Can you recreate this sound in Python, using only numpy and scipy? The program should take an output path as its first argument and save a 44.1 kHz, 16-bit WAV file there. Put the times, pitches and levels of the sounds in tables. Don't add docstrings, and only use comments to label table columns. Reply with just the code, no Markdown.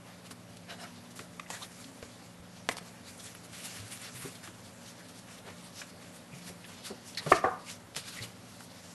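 import sys
import numpy as np
from scipy import signal
from scipy.fft import rfft, irfft
from scipy.io import wavfile
from scipy.ndimage import uniform_filter1d

SR = 44100
rng = np.random.default_rng(int(sys.argv[2]) if len(sys.argv) > 2 else 0)


def wav_record(signal):
    frames = np.transpose(np.atleast_2d(signal))
    bounded = np.clip(frames, -1, 1)
    quanta = np.round(bounded * 32767).astype(np.int16)
    wavfile.write(sys.argv[1], SR, quanta)


def natural_amplitude(level_db):
    exponent = np.asarray(level_db, float) / 20
    return 10 ** exponent


N = 394232


def unit(x):
    return x / np.sqrt(np.mean(x ** 2))


def fade(seconds, t60):
    return np.exp(-np.log(1000) * seconds / t60)


def ring(x, hz, width_hz):
    return signal.lfilter(*signal.iirpeak(hz, hz / np.clip(width_hz, .5, 9000), fs=SR), x)


def steep(x, hz, width_hz):
    return unit(ring(ring(x, hz, width_hz), hz, width_hz))


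def add(out, s, sound):
    i = int(s * SR)
    out[i:i + len(sound)] += sound[:N - i]


def walk(rate):
    k = int(SR / rate)
    held = np.repeat(rng.standard_normal(N // k + 1), k)
    return 1.316 * uniform_filter1d(uniform_filter1d(held, k), k)[:N]


def swell_db(t, s, rise, fall):
    edge_db, roundness = -9.5, 1.43
    return edge_db * np.where(t < s, (s - t) / rise, (t - s) / fall) ** roundness


# pitch_hz, level_db (per Hz)
AIR_COLOUR = [(20, -37), (45, -12), (70, -15.5), (100, 2.5), (125, -7.5), (150, -4), (200, -5.5), (250, -1),
              (360, -10), (560, -7), (1000, -13), (2000, -16), (5000, -29), (12000, -23.5)]
# pitch_hz, level_db (rms), wander_hz
HUM_TONES = [(98.9, -68, 7.12), (118.5, -64, 2.87), (174.8, -59, 1.16), (195.4, -66, 1.85),
             (241.5, -62.5, 5.06), (281, -72.5, 4.1), (573, -69, 30)]


def air(level_db=-54):
    hz = np.fft.rfftfreq(N, 1 / SR)
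    colour_hz, colour_db = np.transpose(AIR_COLOUR)
    colour = natural_amplitude(np.interp(np.log(hz + 1), np.log(colour_hz), colour_db))
    rush = unit(irfft(rfft(rng.standard_normal(N)) * colour, N))
    out = rush * natural_amplitude(level_db + .5 * walk(3.4))
    for tone_hz, db, wander_hz in HUM_TONES:
        phase = 2 * np.pi * np.cumsum(tone_hz + wander_hz / 2 * walk(9)) / SR
        out = out + np.sqrt(2) * natural_amplitude(db + 2.6 * walk(6)) * np.sin(phase)
    return out


# centre_hz, span_octaves
RUB_COLOURS = [
    (720, 1.7),
    (2000, 1.2),
    (4400, 1.1),
    (9000, .9),
]
# time_s, level_db
SLEEVE_LEVELS = [(0, -71), (.5, -68.5), (1.0, -65.5), (1.35, -70), (1.7, -72.5), (2.1, -64), (2.35, -67.5),
                 (2.65, -67), (3.4, -67), (4.0, -71.5), (4.7, -65), (5.4, -67.5), (6.0, -64.5),
                 (6.3, -69.5), (7.0, -64), (7.6, -68.5), (8.35, -69), (8.94, -66.5)]
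# drag_db, rustle_db, hiss_db, sizzle_db
SLEEVE_COLOUR = (5.8, 1, 8.4, 1.6)
# peak_s, rise_s, fall_s, level_db, brightness_db (per octave)
PRESS_STROKES = [(.09, 0.068, 0.05, -57, -0.5), (.27, 0.022, 0.022, -55, 1),
                 (.315, 0.0092, 0.012, -48, 2.5), (.57, 0.0067, .01, -58.5, 6),
                 (.705, 0.019, 0.035, -42, -1.5), (.83, 0.05, 0.043, -45, -1), (1.11, 0.008, 0.018, -59, 4),
                 (1.162, 0.005, 0.073, -51, 4), (1.505, 0.002, 0.023, -43, 1),
                 (1.545, 0.04, 0.08, -47, 1.5), (1.63, 0.013, 0.022, -46, 0.5),
                 (1.82, 0.31, 0.15, -57.5, 4), (2.723, 0.019, 0.013, -45.5, 6),
                 (2.784, 0.012, 0.0079, -45, 4), (2.83, 0.03, 0.05, -59, 3),
                 (2.96, 0.097, 0.058, -60.5, -0.5)]
LAY_STROKES = [(3.09, 0.031, 0.061, -54, 0.55), (3.203, 0.01, .015, -52, 0), (3.26, 0.074, 0.1, -52.5, 1.8),
               (3.45, 0.012, 0.029, -59, 3), (3.56, 0.053, 0.13, -50, -0.6), (3.655, .025, 0.031, -49, 2.5),
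               (3.69, .12, 0.11, -52.5, -1), (3.76, 0.067, 0.1, -49.5, 0.5),
               (3.885, 0.024, 0.022, -55.5, 3), (3.925, 0.028, 0.058, -48, -0.5),
               (4.05, 0.063, 0.051, -48, -1.7), (4.12, .03, .03, -60, 1.1),
               (4.16, 0.027, 0.041, -49.5, 0.5), (4.235, 0.05, 0.094, -47.5, -0.7),
               (4.35, 0.0052, 0.042, -53.5, 0.22), (4.445, 0.014, 0.061, -51, -2)]
WIPE_STROKES = [(4.64, 0.0082, 0.27, -63.5, 5), (4.88, 0.036, 0.058, -52.5, 0), (5.01, 0.036, .02, -58, 0),
                (5.09, 0.011, 0.06, -57.5, 3), (5.19, 0.037, 0.023, -57.5, 2.5), (5.32, .04, 0.054, -52, 0),
                (5.48, 0.029, 0.054, -55.5, -6.5), (5.63, 0.083, 0.085, -60, 1.5),
                (5.795, 0.048, 0.063, -49, 1.5), (5.9, .01, 0.012, -54.5, 2),
                (6.03, 0.032, 0.051, -56.5, -3), (6.16, 0.034, 0.034, -56, 0.5),
                (6.39, 0.068, 0.061, -54, 1), (6.485, 0.042, 0.028, -48, 1.5),
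                (6.73, 0.099, 0.12, -57, -1.5), (6.87, 0.026, 0.034, -44.5, 1.5),
                (7.08, 0.03, 0.032, -52.5, 5)]
TIDY_STROKES = [(7.22, 0.03, 0.027, -60, -6), (7.305, 0.055, 0.051, -44, -1.5),
                (7.315, 0.018, 0.038, -50.5, 10), (7.36, 0.028, 0.032, -39.5, -2),
                (7.44, 0.023, 0.04, -52.5, -4), (7.7, 0.034, 0.039, -46, 0.5),
                (7.968, 0.0092, 0.036, -40.5, -0.5), (8.03, 0.036, 0.032, -57, -2),
                (8.09, 0.035, 0.026, -44, 0), (8.17, 0.074, 0.097, -47.5, -0.5),
                (8.235, 0.015, 0.021, -47.5, 2.5), (8.52, 0.1, 0.067, -59, 1),
                (8.64, 0.068, 0.023, -59.5, 6), (8.76, 0.032, 0.024, -57, -1),
                (8.92, 0.14, .03, -58.5, 0.5)]


def friction():
    t = np.arange(0, N / SR, .002)
    octave = np.log2(np.array(RUB_COLOURS)[:, :1] / 4400)
    sleeves_db = np.interp(t, *np.transpose(SLEEVE_LEVELS))
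    power = natural_amplitude(sleeves_db + np.reshape(SLEEVE_COLOUR, (4, 1))) ** 2
    activities = ((PRESS_STROKES, (-1, 1, 0, -1)), (LAY_STROKES, (-11.5, 0, 0, 2)),
                  (WIPE_STROKES, (-12.5, -1.5, 0.5, 0.5)), (TIDY_STROKES, (-9, -0.5, 2.5, 0)))
    for strokes, colour_db in activities:
        for s, rise, fall, db, tilt_db in strokes:
            stroke_db = db + swell_db(t, s, rise, fall)
            power = power + natural_amplitude(stroke_db + np.reshape(colour_db, (4, 1)) + tilt_db * octave) ** 2
    return t, 10 * np.log10(power)


# pitch_hz, width_hz, level_db
SHEET_MODES = [(700, 29, 1.5), (1500, 420, -5), (2880, 150, -15), (4030, 140, 1), (5170, 250, -3)]
# time_s, level_db
PRESSED_LEVELS = [(.66, -40), (.69, -13), (.765, -16), (.86, -13), (.9, -40)]


def rubbing(grain_db=2.5, patchy_db=2.2, hush_db=-40):
    s, colours_db = friction()
    centres, octaves = np.transpose(RUB_COLOURS)
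    density_db = colours_db.T - 10 * np.log10(octaves)
    t = np.arange(N) / SR
    catch_db = grain_db * np.minimum(rng.exponential(size=N), 6)
    grains = natural_amplitude(catch_db + 1.45 * walk(55))
    pressed = natural_amplitude(np.interp(t, *np.transpose(PRESSED_LEVELS)))
    out = 0
    for hz in 450 * 2 ** np.arange(0, 4.9, 1 / 3):
        film = steep(grains * rng.standard_normal(N), hz, hz / 3)
        squeak = sum(natural_amplitude(g) * ring(film, f, w) * np.sqrt(hz / w)
                     for f, w, g in SHEET_MODES if abs(np.log2(f / hz)) < 1 / 6)
        shares = [np.interp(np.log(hz), np.log(centres), share) for share in np.eye(4)]
        level = natural_amplitude(np.interp(t, s, density_db @ shares) + patchy_db * walk(22))
        out = out + (film * natural_amplitude(hush_db * pressed) + pressed * squeak) * level
    return natural_amplitude(-7) * out


# start_s, peak_db, low_mode_hz, t60_s, body_db
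THUD_HITS = [(0.308, -41, 251, 0.077, -7), (1.19, -42.5, 248, 0.15, -2.5), (1.85, -45, 267, 0.37, -17),
             (2.027, -34.5, 95, 0.045, -6.5), (2.399, -42, 81, 0.1, -24), (2.808, -45.5, 177, 0.13, -7.5),
             (3.798, -38.5, 105, 0.24, -20), (4.146, -42.5, 124, 0.28, -16), (4.242, -34.5, 135, 0.087, -8),
             (4.251, -39.5, 270, 0.14, -5), (5.45, -44, 115, 0.11, -20), (6.332, -37.5, 137, 0.13, -15),
             (6.498, -40.5, 110, 0.087, -0.5), (6.903, -36.5, 206, 0.13, 0), (7.263, -26.5, 154, 0.15, -9),
             (7.319, -22.5, 297, 0.041, -4), (7.438, -36, 255, 0.083, 11.5), (7.969, -37, 141, 0.064, -6),
             (8.206, -37, 113, 0.22, -9.5)]


def thuds(rise_s=0.0024, body_hz=408):
    out, t = np.zeros(N), np.arange(int(.3 * SR)) / SR
    for s, db, hz, t60, body_db in THUD_HITS:
        body = steep(rng.standard_normal(len(t)), body_hz, 0.76 * body_hz)
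        swing = np.sin(2 * np.pi * hz * t) + natural_amplitude(body_db) * body
        add(out, s, natural_amplitude(db) * swing * (1 - np.exp(-t / rise_s)) * fade(t, t60))
    return out


# start_s, peak_db, ring_hz, breadth (share of ring_hz), rustle_db
EDGE_TICKS = [(0.31, -34.5, 1130, 0.87, -11), (0.57, -33, 3790, 0.92, -25),
              (1.191, -26.5, 1600, 1.3, -11.5), (1.464, -46, 1800, .5, -12), (1.5015, -21, 1500, 2.6, -21),
              (1.842, -38.5, 3630, 0.8, -9), (2.026, -31.5, 1840, 1.2, -14), (2.712, -34, 2140, .8, -6),
              (3.349, -37.5, 1760, 1.3, -11), (3.531, -35, 2370, 1.4, -11), (3.567, -40, 2500, 2, -16),
              (3.635, -34, 3000, 2.5, -18), (3.801, -33, 4000, 2, -15), (3.974, -32, 4000, 2.5, -21),
              (4.015, -36, 9000, .6, -8), (4.175, -38, 3000, 2.3, -16), (4.474, -34.5, 1230, 1.2, -9),
              (5.815, -40.5, 1910, 0.8, 2.5), (6.6425, -43, 1770, 1, -9), (7.148, -33, 3600, 0.6, -16),
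              (7.948, -28.5, 2370, 0.85, -29), (7.9638, -14.5, 3000, 1.9, -19.5),
              (8.606, -32.5, 1040, 0.91, -15)]
FILM_SNAPS = [(1.396, -35, 2300, 0.58, -3), (1.3965, -38.5, 6500, 0.6, -10), (2.6885, -23, 7000, 1.2, -9),
              (2.7685, -27, 6000, 1.3, -22), (2.784, -38, 1690, .8, -12), (4.1525, -37, 4000, 2.5, -30),
              (7.3215, -22, 1900, 0.51, 0.5)]
NAIL_SCRAPES = [(4.353, -34.5, 3060, 1.1, -16), (7.1725, -30, 2860, 3.9, -10.5),
                (7.263, -27, 980, 0.87, -12.5)]


def ticks(late_s=0.000976):
    out, t = np.zeros(N), np.arange(int(.2 * SR)) / SR
    for rows, rustle_t60 in ((EDGE_TICKS, 0.058), (FILM_SNAPS, 0.037), (NAIL_SCRAPES, 0.13)):
        for s, db, hz, breadth, rustle_db in rows:
            noise = rng.standard_normal((2, len(t)))
            snap = noise[0] * fade(t, .008) / 8
            snap[0] = -1
            snap = ring(snap, hz, hz * breadth)
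            rustle = steep(noise[1], hz, 1.03 * hz * breadth) * fade(t, rustle_t60)
            add(out, s + late_s, natural_amplitude(db) * (snap / np.abs(snap).max() + natural_amplitude(rustle_db) * rustle))
    return out


# peak_s, rise_s, fall_s, level_db, pitch_hz
FOLD_CREASES = [(.848, 0.01, 0.019, -47.5, 1410), (1.551, 0.038, 0.04, -50.5, 1770),
                (1.618, 0.0049, 0.023, -46, 1090), (1.629, 0.0087, .009, -40.5, 3830),
                (1.649, .004, .004, -47, 3500), (3.084, 0.031, 0.026, -53, 4200),
                (3.655, .02, .02, -48, 10500), (4.05, .03, .02, -52, 5500), (3.93, .015, 0.029, -45, 9700),
                (5.79, 0.044, 0.033, -51, 5430), (6.335, 0.014, 0.018, -52.5, 2450),
                (7.176, 0.003, 0.023, -38.5, 1990), (7.176, 0.0026, 0.012, -34, 4200),
                (7.685, 0.017, .02, -48.5, 2270), (8.173, .008, .006, -47, 2000),
                (8.19, 0.01, 0.014, -42, 2070), (8.226, 0.013, 0.012, -44.5, 4200)]
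FILM_SQUEAKS = [(.7, .012, .03, -50, 2900), (.708, .015, .025, -55, 4000), (.72, .025, .025, -52, 1600),
                (.715, .02, .02, -59, 5400), (.7, .01, .04, -52, 700), (.797, .008, .012, -55, 2900),
                (.82, .03, .025, -57, 4000), (.825, .015, .02, -50, 5300), (.85, .008, .01, -52, 1900),
                (.82, .008, .025, -51, 700), (.832, .01, .012, -56, 2900), (.8, .012, .02, -55, 1500),
                (.845, .01, .012, -54, 2300), (.85, .012, .015, -50, 340), (1.545, .025, .015, -48, 1900),
                (1.571, .004, .004, -48, 1600)]
FILM_CRACKLES = [(1.464, .003, .004, -51, 1900), (1.47, .003, .003, -55, 2600),
                 (3.181, .003, .003, -51, 9500), (3.2, .005, 0.019, -51, 3600),
                 (3.2, .006, .012, -52, 4600), (3.243, .006, .004, -47, 9000),
                 (3.265, .008, .012, -53, 9300), (3.27, .01, .015, -53, 3500),
                 (3.352, .004, .006, -48.5, 11000), (3.352, .004, .005, -52, 3000),
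                 (4.862, .005, .01, -56, 4400), (4.885, .02, .02, -57, 3600), (4.89, .015, .01, -55, 6000),
                 (5.005, .01, .025, -55.5, 1700), (6.648, .003, .012, -50, 3320),
                 (6.646, .002, .014, -54, 1700), (6.67, .025, .06, -58, 11000),
                 (7.18, .008, .015, -49, 10800), (7.19, 0.0073, 0.014, -39, 4100),
                 (7.185, 0.011, .015, -45.5, 5140), (7.187, .008, .015, -43, 1890),
                 (8.11, .04, .05, -54, 4300), (8.24, .012, .012, -47, 2900)]


def creases():
    out, t = np.zeros(N), np.arange(-4000, 4000) / SR
    for rows, breadth in ((FOLD_CREASES, .26), (FILM_SQUEAKS, .12), (FILM_CRACKLES, .26)):
        for s, rise, fall, db, hz in rows:
            band = steep(rng.standard_normal(len(t)), hz, breadth * hz)
            add(out, s + t[0], band * natural_amplitude(db + swell_db(t, 0, rise, fall)))
    return out


# start_s, peak_db, pitch_hz, contact_s
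CONTACT_MODES = [
    (1.3955, -33, 1190, .005),
    (1.3957, -37, 2130, .004),
    (1.396, -37, 2500, .004),
    (1.396, -40, 3600, .004),
    (7.3171, -9.5, 640, .0045),
    (7.32, -7, 1180, .0046),
    (7.3215, -16, 760, .003),
    (7.3228, -18, 1750, .003),
]


def landing():
    out = np.zeros(N)
    for s, db, hz, contact in CONTACT_MODES:
        t = np.arange(int(contact * SR)) / SR
        swell = np.sqrt(np.sin(np.pi * t / contact))
        add(out, s, -natural_amplitude(db) * np.sin(2 * np.pi * hz * t) * swell)
    return out


# start_s, peak_db, pitch_hz, rise_s, t60_s
TOP_RINGS = [(1.5024, -27, 900, .0004, 0.014), (2.0268, -28, 500, 0.00088, 0.019),
             (4.48, -44, 330, .003, .1), (4.253, -38, 402, .003, 0.14), (6.905, -40, 400, .003, 0.13),
             (6.91, -46, 220, .003, 0.1), (7.263, -33, 570, 0.001, 0.11), (7.316, -40, 45, .004, 0.16),
             (7.319, -24, 294, 0.0018, 0.049), (7.44, -26, 378, .003, 0.083), (7.441, -39, 91, .004, .15),
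             (7.3175, -16.5, 368, 0.0023, 0.049), (7.375, -27, 1210, .003, .08),
             (7.3253, -19, 1200, 0.0022, 0.056), (7.439, -15, 1130, 0.0024, 0.045),
             (7.44, -19, 750, .003, 0.059), (7.453, -22, 1130, .004, .07), (7.462, -26.5, 490, 0.0049, .16),
             (7.445, -19, 520, .002, .04), (7.474, -23, 780, .003, .07), (7.512, -30, 1050, .004, .09),
             (7.508, -33, 740, .006, 0.12), (7.533, -33, 1204, .003, 0.045)]
STIFF_FILM_RINGS = [(1.399, -42, 1194, .001, .04), (6.6432, -35, 2600, .0003, .01),
                    (2.6935, -24, 700, .0002, .006), (2.6952, -28, 2000, .0002, .005),
                    (2.6983, -29, 600, .0002, .007), (2.7128, -28, 2000, .0003, .008),
                    (2.7142, -29, 800, .0003, .008), (2.7692, -29, 1000, .0002, .006),
                    (2.7692, -29, 4600, .0002, .005), (2.7847, -27, 1300, .0002, .005),
                    (2.7847, -30, 3300, .0002, 0.0045), (4.475, -40, 1700, .0005, .02),
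                    (7.149, -38, 4500, .0005, .02), (7.1728, -27, 4330, .0003, .012),
                    (7.2632, -30, 1000, .0003, .015)]
# start_s, peak_db, contact_s, ring_db
SHEET_SLAP = (2.6897, -6, .00024, -27)
# pitch_hz, level_db, t60_s
SLAP_MODES = [(247, -8, 0.13), (462, -6, 0.11), (710, -2, 0.07), (970, 5, 0.014), (1060, 3, 0.03),
              (1810, 1, 0.031), (2040, -4, 0.065), (2180, -13, 0.055), (2300, -2, 0.053), (3710, -7, 0.041)]


def rings():
    out, t = np.zeros(N), np.arange(int(.25 * SR)) / SR
    for s, db, hz, rise, t60 in [*TOP_RINGS, *STIFF_FILM_RINGS]:
        swell = (1 - np.exp(-t / rise)) * fade(t, t60)
        add(out, s, -natural_amplitude(db) * np.sin(2 * np.pi * hz * t) * swell)
    s, db, contact, ring_db = SHEET_SLAP
    push = -np.sin(np.pi * np.clip(t / contact, 0, 1)) ** 2
    modes = sum(natural_amplitude(g) * np.sin(2 * np.pi * hz * t) * fade(t, decay) for hz, g, decay in SLAP_MODES)
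    push = push + natural_amplitude(ring_db) * signal.fftconvolve(push, modes)[:len(t)] / (contact * SR / 2)
    no_bass = signal.butter(2, 220, "highpass", fs=SR, output="sos")
    add(out, s, natural_amplitude(db) * signal.sosfilt(no_bass, push))
    return out


# start_s, peak_db, sweep_start_hz, sweep_end_hz, sweep_s
BLOWS = [
    (2.6892, -40, 800, 900, 0.0007),
    (7.3215, -22, 1600, 3000, 0.003),
    (7.4395, -18, 550, 1290, 0.0069),
]
# level_db, t60_s
BLOW_RATTLES = [
    (-21, 0.013),
    (-19.5, 0.085),
    (-23, 0.065),
]
# pitch_hz, level_db, t60_s
FIRST_BLOW_MODES = [(145, 3, 0.062), (394, 3, 0.13), (487, -9, 0.14), (655, 3.5, 0.15), (850, -25, 0.25),
                    (950, -5, .2), (1210, -4, 0.29), (1500, -6, 0.15), (1770, 1.5, 0.09),
                    (2196, -3.5, 0.12), (2500, -8, 0.14), (2860, -12, 0.087)]
SECOND_BLOW_MODES = [(248, -8, 0.17), (415, 3, 0.088), (494, 4, 0.2), (613, 3.5, 0.2), (734, 3, 0.28),
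                     (970, -11, 0.71), (1060, 1.5, 0.26), (1145, 1.5, 0.33), (1380, -4.5, 0.29),
                     (1425, -8, 0.3), (1760, 5, 0.047)]


def knocks(broad_db=-1, rough_hz=170, dead_hz=922, dead_width_hz=430):
    out, t = np.zeros(N), np.arange(int(.5 * SR)) / SR
    mode_sets = (SLAP_MODES, FIRST_BLOW_MODES, SECOND_BLOW_MODES)
    for blow, modes, (rattle_db, t60) in zip(BLOWS, mode_sets, BLOW_RATTLES):
        s, db, start_hz, end_hz, length = blow
        part = np.clip(t / length, 0, 1)
        pitch = start_hz * (end_hz / start_hz) ** part
        sweep = -np.sin(2 * np.pi * np.cumsum(pitch) / SR) * np.sin(np.pi * part)
        if start_hz < dead_hz:
            sweep = sweep - ring(sweep, dead_hz, dead_width_hz)
        noise = rng.standard_normal(2 * len(t))
        rattle = sum(natural_amplitude(g) * steep(noise, hz, rough_hz)[len(t):] * fade(t, decay)
                     for hz, g, decay in modes)
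        rattle = rattle + natural_amplitude(broad_db) * steep(noise, 1770, 660)[:len(t)] * fade(t, t60)
        add(out, s, natural_amplitude(db) * sweep + natural_amplitude(rattle_db - 9.0) * rattle * part)
    return signal.sosfilt(signal.butter(3, (70, 3100), "bandpass", fs=SR, output="sos"), out)


def room(x, t60_s=0.5, level_db=-18.5):
    t = np.arange(int(.5 * SR)) / SR
    tail = ring(rng.standard_normal(len(t)), 630, 6300) * fade(t, t60_s) * (t > .004)
    tail = tail / np.sqrt(np.sum(tail ** 2))
    return x + natural_amplitude(level_db) * signal.fftconvolve(x, tail)[:N]


def scene():
    hits = ticks() + knocks() + thuds() + rings() + landing()
    mono = room(hits) + rubbing() + air() + creases()
    return np.array([mono, mono])


def roll_off(x):
    return signal.sosfilt(signal.butter(12, 13050, fs=SR, output="sos"), x)


def record(dry, top_hz=11850, flicker_hz=12030, leak_db=22):
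    treble_band = signal.butter(6, (4800, 10500), "bandpass", fs=SR, output="sos")
    treble = signal.sosfilt(treble_band, dry[0])
    parted_treble = natural_amplitude(-7) * treble * np.clip(2 * walk(40) - 3.2, 0, 1)
    both = dry + np.array([parted_treble, -parted_treble])
    narrow, wide = (signal.sosfiltfilt(signal.ellip(8, .2, leak_db, hz, fs=SR, output="sos"), both)
                    for hz in (top_hz, flicker_hz))
    mix = narrow + (wide - narrow) * np.clip(walk(45), 0, 1)
    return roll_off(mix)


dry = scene()
out = record(dry)
wav_record(out)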